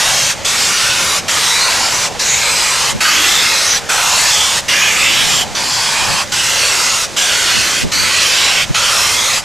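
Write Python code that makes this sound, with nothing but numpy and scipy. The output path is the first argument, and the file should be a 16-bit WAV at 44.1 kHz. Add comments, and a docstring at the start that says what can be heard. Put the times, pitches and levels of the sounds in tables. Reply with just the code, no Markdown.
"""On a railway embankment, a steam locomotive pulls slowly away with its cylinder drain valves open.
Each piston stroke lets out a long jet of steam, cut by a short pause; the hiss swirls as the cloud drifts.
Under it the cars rumble, a wheel rings on rough rails and a leak hisses on.
Wind buffets the microphone of a faintly humming camcorder."""
import sys
import numpy as np
from scipy import signal
from scipy.io import wavfile
from scipy.ndimage import map_coordinates

SR = 44100
rng = np.random.default_rng(int(sys.argv[2]) if len(sys.argv) > 2 else 0)


def wrap_up_sound(samples):
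    """Save the sound to the file named by the first command line argument, as 16-bit audio."""
    columns = np.atleast_2d(samples).T
    # keep every value between -1 and 1, then stretch to whole-number steps
    tamed = np.clip(columns, -1, 1)
    steps = np.round(tamed * 32767).astype(np.int16)
    wavfile.write(sys.argv[1], SR, steps)


N = 416301
TIME = np.arange(N) / SR
# Noise is shaped on a grid: one row per pitch (a bin), one column per moment (a frame).
FRAME, HOP = 1024, 256
FRAME_S = np.arange(N // HOP + 2) * HOP / SR
BIN_HZ = np.maximum(np.arange(FRAME // 2 + 1), .5)[:, None] * SR / FRAME


def undb(db):
    """Turns decibels into a gain to multiply by."""
    return 10 ** (np.asarray(db) / 20)


def contour(points):
    """Joins (Hz, dB) points into a level for every bin."""
    hz, db = np.transpose(points)
    return np.interp(np.log(BIN_HZ), np.log(hz), db)


def colour(points):
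    """A tone colour in dB per bin, scaled to a total power of one."""
    db = contour(points)
    return db - 10 * np.log10(np.mean(undb(db) ** 2))


def hump(hz, octaves):
    """A bell-shaped curve around one pitch."""
    return np.exp(-.5 * (np.log2(BIN_HZ / hz) / octaves) ** 2)


def noise(db):
    """One noise, shaped by a level for every bin and moment (and channel, if given)."""
    grid = dict(nperseg=FRAME, noverlap=FRAME - HOP)
    white = signal.stft(rng.standard_normal((len(FRAME_S) - 1) * HOP), **grid)[2]
    return signal.istft(white * undb(db), **grid)[1][..., :N]


def blend(place, count):
    """Weights that glide smoothly around a ring of cells."""
    distance = (place[:, None] - np.arange(count) + count / 2) % count - count / 2
    weights = np.exp(-2 * np.minimum(distance ** 2, 20))
    return weights / np.linalg.norm(weights, axis=1, keepdims=True)


def eddies(rate, detail):
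    """Smooth random ripples of about size one: `rate` a second, finer in pitch with more `detail`."""
    pitch = blend(np.log2(1 + BIN_HZ[:, 0] / 700) * detail, count=140)
    time = blend(FRAME_S * rate, count=300)
    return pitch @ rng.standard_normal((pitch.shape[1], time.shape[1])) @ time.T


def climb(ripples, octaves):
    """Slides ripples up in pitch by so many octaves."""
    bins = np.arange(len(BIN_HZ))[:, None] * 2 ** -octaves
    places = np.broadcast_arrays(bins, np.arange(len(FRAME_S)))
    return map_coordinates(ripples, places, order=1, mode="nearest")


# How the microphone hears a sound far to the right. Each row: pitch in Hz, left minus right in dB.
LEFT_MINUS_RIGHT = [(200, -3.5), (650, -2.5), (1100, -1.5), (1700, -1), (2300, -4.5), (3400, -4),
                    (4600, 0.5), (8000, 0)]

def stereo(db, side_db):
    """Noise from the track drifts right as the train leaves; a little scatters to both sides."""
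    pan_db = contour(LEFT_MINUS_RIGHT) * np.linspace(.35, 1.05, len(FRAME_S))
    side = noise(db + side_db)
    return noise(np.array([db + pan_db / 2, db - pan_db / 2])) + np.array([side, -side])


# The tones of the hum. Each row: pitch in Hz, level in dB.
HUM_TONES = [(30, -50), (60, -54), (90, -48.5), (120, -52.5), (150, -50), (210, -48.5)]

def hum():
    """The camcorder's spinning head drum gives a few low, steady tones."""
    return sum(undb(db) * np.sqrt(2) * np.sin(2 * np.pi * (hz * TIME + rng.random()))
               for hz, db in HUM_TONES)


# The wind's tone colour. Each row: pitch in Hz, relative level in dB.
WIND_COLOUR = [(20, -3), (60, 4), (130, 6.5), (220, 3.5), (350, -5), (700, -14), (2000, -53)]
# Single puffs of wind. Each row: middle in seconds, level in dB, half length in seconds.
PUFFS = [(2.953, -21, .018), (5.25, -30, 0.14), (6.016, -27, .019), (6.11, -23, 0.033), (7.583, -21, .025),
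         (7.853, -11.5, 0.016), (7.997, -24, .043), (8.707, -11, 0.0064)]

def wind(breeze_db=-35, gust_db=0.5, shared_db=-9):
    """Air tumbles over the microphone, mostly pushing its left and right sides opposite ways."""
    puffs = sum(undb(db) * np.exp(-.5 * ((TIME - middle) / half) ** 2) for middle, db, half in PUFFS)
    db = colour(WIND_COLOUR) + gust_db * eddies(rate=12, detail=0.9)
    shared, opposed = noise(db + shared_db), noise(db)
    return np.array([shared + opposed, shared - opposed]) * (undb(breeze_db) + puffs)


# The tone colour of the rolling cars. Each row: pitch in Hz, relative level in dB.
RUMBLE_COLOUR = [(20, -26), (45, -14), (90, 1.5), (170, -1.5), (300, -3.5), (500, -1), (850, 0.5),
                 (1200, -11.5), (3000, -11), (8000, -50)]

def cars(rumble_db=-29.5, fade_db_per_s=0.43, waver_db=3.5, ring_hz=560, ring_db=-39, ring_waver_db=3):
    """The cars rumble, fading as they draw away, and rough rails keep a wheel ringing unevenly."""
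    fading_db = colour(RUMBLE_COLOUR) + rumble_db - fade_db_per_s * FRAME_S
    rumble = undb(fading_db + waver_db * eddies(rate=9, detail=6.65))
    wheel = hump(ring_hz, octaves=0.074)
    wheel /= np.sqrt(np.mean(wheel ** 2))
    ring = wheel * undb(ring_db + ring_waver_db * eddies(rate=17, detail=12))
    return stereo(20 * np.log10(np.hypot(rumble, ring)), side_db=-12)


# The leak's tone colour. Each row: pitch in Hz, relative level in dB.
LEAK_COLOUR = [(100, -21), (400, -11), (800, -0.5), (1500, 2), (3000, -1.5), (6800, -0.5), (11400, -16.5),
               (15300, -25)]

def leak(level_db=-27.5, waver_db=0.2):
    """Steam escapes steadily, even between the blasts."""
    return stereo(colour(LEAK_COLOUR) + level_db + waver_db * eddies(rate=12, detail=7.8), side_db=-18)


# Whooshes that stand out of the hiss. Each row: middle in seconds, length in seconds,
# pitch at the middle in Hz, rise in octaves per second, boost in dB.
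WHOOSHES = [(.8, 0.55, 1420, -0.0056, 6.5), (1.59, 0.31, 4060, 1.7, 6.5), (2.32, 0.14, 6800, .7, 7),
            (2.45, 0.39, 2480, 0.69, 6.5), (3.48, 0.56, 3660, 1.4, 2), (3.7, 0.13, 6200, .7, 9),
            (4.21, 0.19, 4340, 1, 4), (4.432, 0.28, 3200, -0.44, 6.5), (5.39, 0.18, 3080, 0.17, 9.5),
            (5.732, 0.39, 4680, 0.7, 5.5), (6.44, 0.22, 2870, .1, 4.5), (7.99, 0.14, 4400, -0.15, 10),
            (9.28, 0.47, 3950, 1.9, 6.5)]

def swirls(width_share=0.086):
    """Bands of hiss swell, glide and fade as the jet sweeps over the ground; gives dB."""
    db = np.zeros((len(BIN_HZ), len(FRAME_S)))
    for middle, length, middle_hz, rise, boost_db in WHOOSHES:
        now = np.abs(FRAME_S - middle) < length / 2
        since = FRAME_S[now] - middle
        hz = middle_hz * 2 ** (rise * since)
        distance = (BIN_HZ - hz) / (width_share * hz)
        swell = np.sqrt(np.cos(np.pi * since / length))
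        # sound paths that add up in one band cancel on either side of it
        db[:, now] += boost_db * swell * np.exp(-.5 * (distance / 2) ** 2) * np.cos(distance)
    return db


def echoes(ground_ms, side_ms, ground_db=1.0, side_db=1.2, dull_hz=6000):
    """Two close echoes, likely off the ground and the side of the cars, lift and dip pitches; gives dB."""
    phase_per_ms = 2 * np.pi * BIN_HZ / 1000
    ripple_db = ground_db * np.cos(phase_per_ms * ground_ms) + side_db * np.cos(phase_per_ms * side_ms)
    return ripple_db / (1 + (BIN_HZ / dull_hz) ** 2)


# The jet's tone colour. Each row: pitch in Hz, relative level in dB.
STEAM_COLOUR = [(100, -16.5), (250, -24), (450, -13), (700, -11.5), (950, -5), (1400, -3.5), (1800, -3.5),
                (2900, -1), (3800, -2), (5300, -1), (7500, -3.5), (10000, -12.5), (13300, -20),
                (15300, -35)]
# One blast per piston stroke. 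Each row: start and end in seconds, level in dB, low roar boost and its
# growth over the stroke in dB, higher rush boost and its growth in dB, ground echo delay at
# mid-stroke in ms, that delay's shrink rate per second, side echo delay in ms.
STROKES = [(-.1, 0.35, -13, 0, -4, 1, -4.5, 1.03, .8, 1.86),
           (0.445, 1.214, -13, 2, 3, -1.5, -3, 0.8, 0.14, 2.8),
           (1.279, 2.097, -13.5, 3.5, -3, -0.3, -2, 0.72, .3, 2.1),
           (2.191, 2.942, -13, 1.7, 4.5, -2, -1, 0.36, .8, 0.98),
           (3.003, 3.806, -13, 0.9, -6.5, 2.5, -4.5, 0.54, 0.57, 1.52),
           (3.888, 4.618, -12.5, 4.5, -7, -2, -1.5, 1.26, .5, 1.15),
           (4.68, 5.453, -15, 1.9, -5, 4.5, -1.5, 0.41, 0.033, 2.4),
           (5.547, 6.253, -16, 6, 8.5, -1, 1.5, 1.13, 0.44, 1.18),
           (6.317, 7.076, -14, 1.3, -2.5, -0.5, -0.5, 0.7, -0.16, 1.48),
           (7.163, 7.856, -15, 1.6, -7.5, 2.3, -4, 1.4, -0.17, 0.65),
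           (7.915, 8.66, -14.5, 0.3, -1.5, 3.5, 3, 0.39, -.1, 2),
           (8.742, 9.417, -13.5, 3.2, -2.6, 0.6, -3, 0.75, -0.24, 1.52)]

def steam_jet(open_s=0.0062, close_s=0.036, arch_db=0.56, spit_db=2.5, spit_s=0.11,
              drift_db=1.17, flutter_db=0.5):
    """Churning steam blasts out at each stroke; its roar and rush swell or fade as eddies ripple it."""
    # pick the stroke under way at each moment, switching in the pauses
    rows = np.array(STROKES)
    pauses = (rows[:-1, 1] + rows[1:, 0]) / 2
    (start, end, level_db, roar_db, roar_growth, rush_db, rush_growth,
     ground_ms, shrink, side_ms) = rows[np.searchsorted(pauses, FRAME_S)].T
    since_middle = FRAME_S - (start + end) / 2
    progress = since_middle / (end - start)  # -0.5 to 0.5 through a stroke
    db = colour(STEAM_COLOUR) + level_db + swirls()
    db += echoes(ground_ms * np.exp(-shrink * since_middle), side_ms)
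    # the flow is strongest at mid-stroke
    db += arch_db * np.cos(2 * np.pi * progress)
    db += (roar_db + roar_growth * progress) * hump(920, octaves=0.77)
    # a harder rush also brings more fizz at the very top and more body below
    fizz = 0.61 * hump(12200, octaves=0.16)
    db += (rush_db + rush_growth * progress) * (hump(2570, octaves=0.63) + fizz)
    db += 3 * np.maximum(rush_db, 0) * hump(236, octaves=0.57)
    # each blast starts with a duller spit before the jet is fully up
    spit = np.exp(-np.maximum(FRAME_S - start, 0) / spit_s)
    db += spit_db * spit * (hump(3300, octaves=2) - 1)
    # slow ripples in the upper hiss drift upwards, quick ones flutter in place
    rise_octaves = 0.9 * since_middle * hump(4400, octaves=1)
    db += drift_db * climb(eddies(rate=4, detail=8.01), rise_octaves)
    db += flutter_db * eddies(rate=28, detail=1.58)
    # many shifting paths through the hot cloud make it sound hollow
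    db += (1.5 + hump(2000, octaves=1.5)) * eddies(rate=15, detail=25)
    # the bank scatters the low roar sideways, and some of the bright hiss
    side_db = -27 + 9 * hump(1130, octaves=1) + 7 * hump(5500, octaves=0.24)
    # the valve snaps open and closes more gently
    valve = sum(np.clip((TIME - on) / open_s, 0, 1) * np.clip((off - TIME) / close_s, 0, 1)
                for on, off, *_ in STROKES)
    return stereo(db, side_db) * valve


def scene():
    """The steam blasts over the leak, cars, wind and hum."""
    return steam_jet() + leak() + cars() + wind() + hum()


def record(dry, ceiling=1.1, top_hz=15200):
    """The camcorder rounds off the loudest peaks and cuts the highest treble."""
    rounded = ceiling * np.tanh(dry / ceiling)
    return signal.sosfilt(signal.ellip(10, .2, 80, top_hz, fs=SR, output="sos"), rounded)


dry = scene()
out = record(dry)
wrap_up_sound(out)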